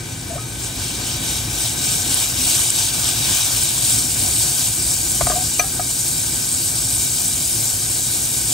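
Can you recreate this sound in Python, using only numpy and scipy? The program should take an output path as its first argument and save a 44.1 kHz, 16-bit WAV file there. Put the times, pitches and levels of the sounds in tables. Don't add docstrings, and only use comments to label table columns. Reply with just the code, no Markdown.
import sys
import numpy as np
from scipy import signal
from scipy.fft import rfft, irfft, next_fast_len
from scipy.io import wavfile
from scipy.ndimage import uniform_filter1d

SR = 44100
rng = np.random.default_rng(int(sys.argv[2]) if len(sys.argv) > 2 else 0)


def unload_wav(signal):
    wavfile.write(
        sys.argv[1],
        SR,
        np.round(np.clip(np.atleast_2d(signal).T, -1, 1) * 32767).astype(np.int16),
    )


N = 376163
HZ = np.fft.rfftfreq(1024, 1 / SR)

# (t/s, fine fizz level/dB, coarse bubbling level/dB)
OIL_HEAT = [(0, -36, -42.5), (.5, -34, -41.5), (1.0, -30.5, -35), (1.5, -30, -37), (2.0, -24.5, -33.5),
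            (2.33, -26, -34), (2.7, -21.5, -30.5), (3.2, -23.5, -30.5), (3.6, -20.5, -29.5),
            (4.1, -22, -34), (4.4, -19, -31.5), (4.72, -22, -36.5), (5.3, -21, -34.5), (5.7, -24, -37),
            (6.0, -21.5, -36), (6.4, -23, -36), (6.6, -21, -35.5), (8.53, -21.5, -36)]
# (middle t/s, length/s, fizz surge/dB, bubbling surge/dB)
SWIRLS = [(0.635, 0.16, 4.5, 2.5), (0.844, 0.28, 3.5, 3), (1.12, .2, 3.5, 3.5), (1.317, 0.35, 4.5, 5),
          (1.622, 0.3, 5.5, 5.5), (1.886, 0.33, 4.5, 5), (2.188, 0.34, 5.5, 7), (2.498, 0.48, 5.5, 5),
          (2.8, 0.17, 2, 3), (3.08, 0.18, 1, 3.5), (3.335, 0.4, 2.5, 3.5), (3.934, 0.28, 4.5, 3.5),
          (4.216, 0.12, 2, 4), (4.435, 0.15, 1, 1.5), (4.628, 0.18, 2, 4.5), (4.898, 0.22, 1.5, 0)]
# (f/Hz, relative level per Hz/dB)
FIZZ_COLOUR = [(2500, -42), (4500, -8.5), (6000, -7), (7500, -0.5), (9000, -1), (10500, -4), (12000, -12),
               (14000, -13.5), (15500, -13)]
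# (f/Hz, relative level per Hz/dB)
BUBBLING_COLOUR = [(300, -35.5), (700, -5), (1300, -14), (2000, -12.5), (2900, -2.5), (4200, -5),
                   (6000, -1), (9000, -15)]


def sizzle():
    pops, colour = bubbles(per_s=5000, cycles=4.53)
    t, pops = spectra(pops)
    hiss = spectra(rng.standard_normal((2, N)))[1]
    white_pops = pops / np.maximum(colour, 0.1)[:, None]
    pop_share = 0.45
    grain = np.sqrt(pop_share) * white_pops + np.sqrt(1 - pop_share) * hiss

    s, fizz_db, bubbling_db = np.transpose(OIL_HEAT)
    surges_db = sum(np.outer(db, swell(t, middle, length)) for middle, length, *db in SWIRLS)
    fizz_db = surges_db[0] + np.interp(t, s, fizz_db)
    bubbling_db = surges_db[1] + np.interp(t, s, bubbling_db)

    heat_db = uniform_filter1d(fizz_db, 200)
    octaves_up = np.clip(np.log2(HZ / 9000 + 1e-9), 0, 1)
    bright_db = np.outer(octaves_up, 0.27 * (heat_db + 22) - 0.18 * (fizz_db - heat_db))

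    pot_db = pot_lift_db()
    fizz_shape = unit_band(read(FIZZ_COLOUR, HZ) + pot_db, 6800, 9400)
    bubbling_shape = unit_band(read(BUBBLING_COLOUR, HZ) + pot_db, 2900, 4000)
    fizz = fizz_shape[:, None] * gain_of(fizz_db) * gain_of(bright_db)
    bubbling = bubbling_shape[:, None] * gain_of(bubbling_db)

    patches = rng.standard_normal(grain.shape[1:])
    patches = evened(uniform_filter1d(uniform_filter1d(patches, 8, 0), 8, 1))
    coloured = grain * np.hypot(fizz, bubbling) * gain_of(1.47 * patches)
    return clumped(coloured, shared_db=0.54, own_db=0.49)


def bubbles(per_s, cycles):
    out, power = np.zeros((2, N)), 0
    starts = rng.random((2, N)) < per_s / SR
    kind = rng.integers(0, 12, (2, N))
    for k, hz in enumerate(np.geomspace(1200, 16000, 12)):
        u = np.arange(96) * hz / SR / cycles
        burst = evened(u * np.exp(-3 * u) * np.sin(2 * np.pi * cycles * u * (1 + 0.071 * u)))
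        out += signal.oaconvolve(1.0 * (starts & (kind == k)), burst[None], axes=1)[:, :N]
        power = power + abs(rfft(burst, 1024)) ** 2
    return evened(out), evened(np.sqrt(power))


def clumped(z, shared_db, own_db):
    centres = np.geomspace(1500, 14000, 4)
    shared, out = wander(41), 0
    for k in range(len(centres)):
        band = np.interp(np.log(HZ + 1), np.log(centres), np.arange(len(centres)) == k)
        flicker_db = shared_db * shared + own_db * wander(70)
        out = out + waves(z * band[:, None]) * gain_of(flicker_db)
    return out


def swell(t, middle, length):
    return np.cos(np.pi * np.clip((t - middle) / length, -0.5, 0.5)) ** 2


# (t/s, level/dB, f/Hz)
SPITS = [(2.144, 3, 9800), (2.7041, 2, 7900), (3.0898, -2, 8400), (3.6364, -4, 9600), (3.7822, -8, 7400),
         (3.8238, -3, 10200), (3.9867, 0, 8200), (4.237, -2, 10100), (4.9123, -5, 7700), (5.118, -6, 9500),
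         (6.0815, -6, 7940)]


def spits():
    out, t = np.zeros(N), np.arange(SR // 40) / SR
    for s, db, hz in SPITS:
        u = t / 0.00026
        snap = u * np.exp(1 - u) * np.sin(2 * np.pi * hz * t)
        puff = gain_of(-17 - 60 * t / 0.028) * band_noise(len(t), hz, 0.17)
        add(out, s, gain_of(db) * (snap + puff))
    return out


# (f/Hz, t60/s, level under a blow/dB, lift in the steady sounds/dB, width of that lift/Hz)
POT_MODES = [(445, 0.02, 3, 2, 60), (625, 0.055, -3.5, -7, 180), (719, 0.067, 1, 5, 27),
             (1090, 0.018, -1.5, 1, 74), (1253, 0.11, -10.5, 7.5, 16), (1536, 0.027, -14, 8.5, 155),
             (1646, 0.17, -18.5, 0, 46), (1990, 0.029, -7, 0, 60), (2316, .025, -12, 7.5, 105),
             (2395, 0.031, 5.5, 3.5, 76), (2730, 0.054, -15, -4, 77), (3840, 0.022, -24, 5.5, 225),
             (4280, 0.028, -8, -8, 91), (6010, 0.033, 7, 3.5, 40)]
# (t/s, level/dB, best-driven f/Hz, reach/octaves, pitch factor, ring length factor,
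# thump level against the blow/dB)
KNOCKS = [(.375, -18.5, 1310, .2, 1.01, 2.5, -30), (5.208, -3.5, 805, 0.85, 0.94, 0.64, -7),
          (5.265, -7, 855, 0.87, 0.98, 0.94, -14), (5.297, -10, 800, 0.98, 1, 1.2, -13),
          (5.315, -13.5, 1200, 0.59, .95, 1.2, -20), (5.593, -2.5, 3530, 2.3, 1.002, 1.23, -25),
          (5.638, -18.5, 900, .9, 1.07, 1.4, -8), (5.793, -8.5, 810, 0.72, 1, 0.89, -17)]


def knocks():
    contact_s, thump_delay_s, thump_hz, thump_t60_s = 0.0035, 0.0182, 62, 0.08
    grit_db, grit_t60_s = -5, 0.04
    out, t = np.zeros(N), np.arange(SR // 5) / SR
    phases = rng.random((len(KNOCKS), len(POT_MODES)))
    for (s, db, best_hz, reach, pitch, length, thump_db), turns in zip(KNOCKS, phases):
        ring = np.zeros(len(t))
        for (hz, t60, mode_db, _, _), turn in zip(POT_MODES, turns):
            missed_db = 5.7 * (np.log2(hz / best_hz) / reach) ** 2
            fade = gain_of(mode_db - missed_db - 60 * t / (t60 * length))
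            ring += fade * np.sin(2 * np.pi * (hz * pitch * t + turn))
        ring += gain_of(grit_db - 60 * t / grit_t60_s) * band_noise(len(t), best_hz, reach)
        add(out, s, gain_of(db) * ring * (1 - np.exp(-(t / contact_s) ** 2)))
        thump = gain_of(db + thump_db - 60 * t / thump_t60_s) * np.sin(2 * np.pi * thump_hz * t)
        add(out, s + thump_delay_s, thump)
    return out


def pot_lift_db():
    return lifts(HZ, [(f, w, max(db, 0)) for f, _, _, db, w in POT_MODES])


# (start t/s, length/s, level/dB, squeak from f/Hz, to f/Hz)
SLIDES = [(0.299, 0.031, -24, 675, 670), (.327, .02, -28, 685, 680), (.352, 0.017, -26.5, 590, 610),
          (0.361, .028, -29.5, 700, 700), (5.322, 0.026, -25, 616, 620), (5.344, 0.057, -20, 707, 735),
          (5.38, 0.059, -26.5, 736, 733)]


def slides():
    out = np.zeros(N)
    for s, length, db, from_hz, to_hz in SLIDES:
        u = np.linspace(0, 1, round(length * SR))
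        turns = np.cumsum(from_hz + (to_hz - from_hz) * u) / SR
        grip = 1 + 0.25 * evened(uniform_filter1d(rng.standard_normal(4000), 250))[:len(u)]
        squeak = np.sqrt(2) * np.sin(2 * np.pi * turns)
        add(out, s, gain_of(db) * squeak * grip * np.sin(np.pi * u ** 1.06))
    return out


# (f/Hz, relative level per Hz/dB)
AIR_COLOUR = [(15, -50), (32, -23), (45, -10.5), (100, -3), (145, -3), (190, -10.5), (340, -11.5),
              (420, -18), (900, -18.5), (1250, -29.5), (2000, -24), (4000, -32.5), (10500, -29),
              (11800, -56), (16000, -43)]
# (f/Hz, width/Hz, lift/dB)
DRONE_BANDS = [(55, 19.6, 8.3), (114.9, 20.6, 5.8), (260, 24.5, 6.6), (337, 17, 4.8)]
# (t/s, level/dB)
AIR_LEVEL = [(0, -30), (.6, -28.5), (1.6, -27.5), (2.9, -29), (3.7, -28), (5.4, -28.5), (6, -30),
             (8.53, -30)]


def air():
    size = next_fast_len(N)
    hz = np.fft.rfftfreq(size, 1 / SR)
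    pot_db = 1.68 * np.interp(hz, HZ, pot_lift_db())
    db = read(AIR_COLOUR, hz) + lifts(hz, DRONE_BANDS) + pot_db
    noise = irfft(rfft(rng.standard_normal((2, size))) * gain_of(db), size)[:, :N]
    level_db = np.interp(np.arange(N) / SR, *np.transpose(AIR_LEVEL)) + 1.1 * wander(11)
    return gain_of(level_db) * evened(noise)


def gain_of(db):
    return 10 ** (np.asarray(db) / 20)


def evened(x):
    return x / np.sqrt(np.mean(abs(x) ** 2) + 1e-20)


def read(points, hz, axis=1):
    points = np.array(points)
    return np.interp(np.log(hz + 1), np.log(points[:, 0] + 1), points[:, axis])


def add(mix, s, sound):
    part = mix[round(s * SR):][:len(sound)]
    part += sound[:len(part)]


def lifts(hz, bands):
    return sum(db / (1 + (2 * (hz - f) / w) ** 2) for f, w, db in bands)


def spectra(x):
    return signal.stft(x, SR, nperseg=1024, noverlap=768)[1:]


def waves(z):
    return signal.istft(z, SR, nperseg=1024, noverlap=768)[1][..., :N]


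def unit_band(db, lo_hz, hi_hz):
    g = gain_of(db)
    return g / np.sqrt(np.sum(g[(HZ > lo_hz) & (HZ < hi_hz)] ** 2) / len(HZ))


def wander(rate):
    size = int(SR / rate)
    return evened(uniform_filter1d(uniform_filter1d(rng.standard_normal(N), size), size))


def band_noise(size, hz, octaves):
    edges = np.clip([hz * 2 ** -octaves, hz * 2 ** octaves], 100, SR / 2 - 1000)
    sos = signal.butter(2, edges, "band", fs=SR, output="sos")
    return evened(signal.sosfilt(sos, rng.standard_normal(size)))


def ducked(x, size, knee_db, depth, recovery_db_s):
    power_db = 10 * np.log10(abs(uniform_filter1d((x ** 2).mean(0), size)) + 1e-12)
    fall = np.arange(N) * recovery_db_s / SR
    held_db = np.maximum.accumulate(power_db + fall) - fall
    over_db = np.maximum(held_db - knee_db, 0)
    return x / gain_of(depth * uniform_filter1d(over_db, size, origin=size // 2 - 1))


def scene():
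    knocks_slides_spits = knocks() + slides() + spits()
    return sizzle() + air() + knocks_slides_spits * gain_of([[0], [-7]])


# (f/Hz, likeness 0-1, lag/turns, level drop/dB)
PORTS = [(60, .995, .01, .2), (150, .975, .02, .8), (400, .86, .06, 1.8), (700, .72, .11, 6.5),
         (1100, .68, .05, 4), (1700, .35, -.05, 4.5), (2700, .1, .2, 3.5), (3200, .68, .05, .5),
         (4300, .81, .02, 1.3), (5500, .65, .11, 3.5), (6300, .73, .01, 4.2), (7500, .87, .12, 2.9),
         (8500, .97, 0, .4), (10200, .94, 0, 0), (15000, .85, 0, 0)]


def record(dry):
    lead_from_hz, lead_s = 8380, 0.000281
    common, other = spectra(dry)[1]
    same, lag, drop_db = (read(PORTS, HZ, axis=k)[:, None] for k in (1, 2, 3))
    lag = lag - lead_s * np.maximum(HZ - lead_from_hz, 0)[:, None]
    right = same * common + np.sqrt(1 - same ** 2) * other
    right = right * np.exp(-2j * np.pi * lag) * gain_of(-drop_db)
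    rolloff = signal.butter(3, 36, "high", fs=SR, output="sos")
    pair = signal.sosfilt(rolloff, [dry[0], waves(right)])
    pair = ducked(pair, size=600, knee_db=-18.5, depth=0.15, recovery_db_s=10.0)
    pair = ducked(pair, size=40, knee_db=-9.5, depth=0.49, recovery_db_s=250.0)
    band_limit = signal.firwin(1023, 15740, window=("kaiser", 9), fs=SR)
    return signal.oaconvolve(np.clip(pair, -1, 1), band_limit[None], "same")


dry = scene()
out = record(dry)
unload_wav(out)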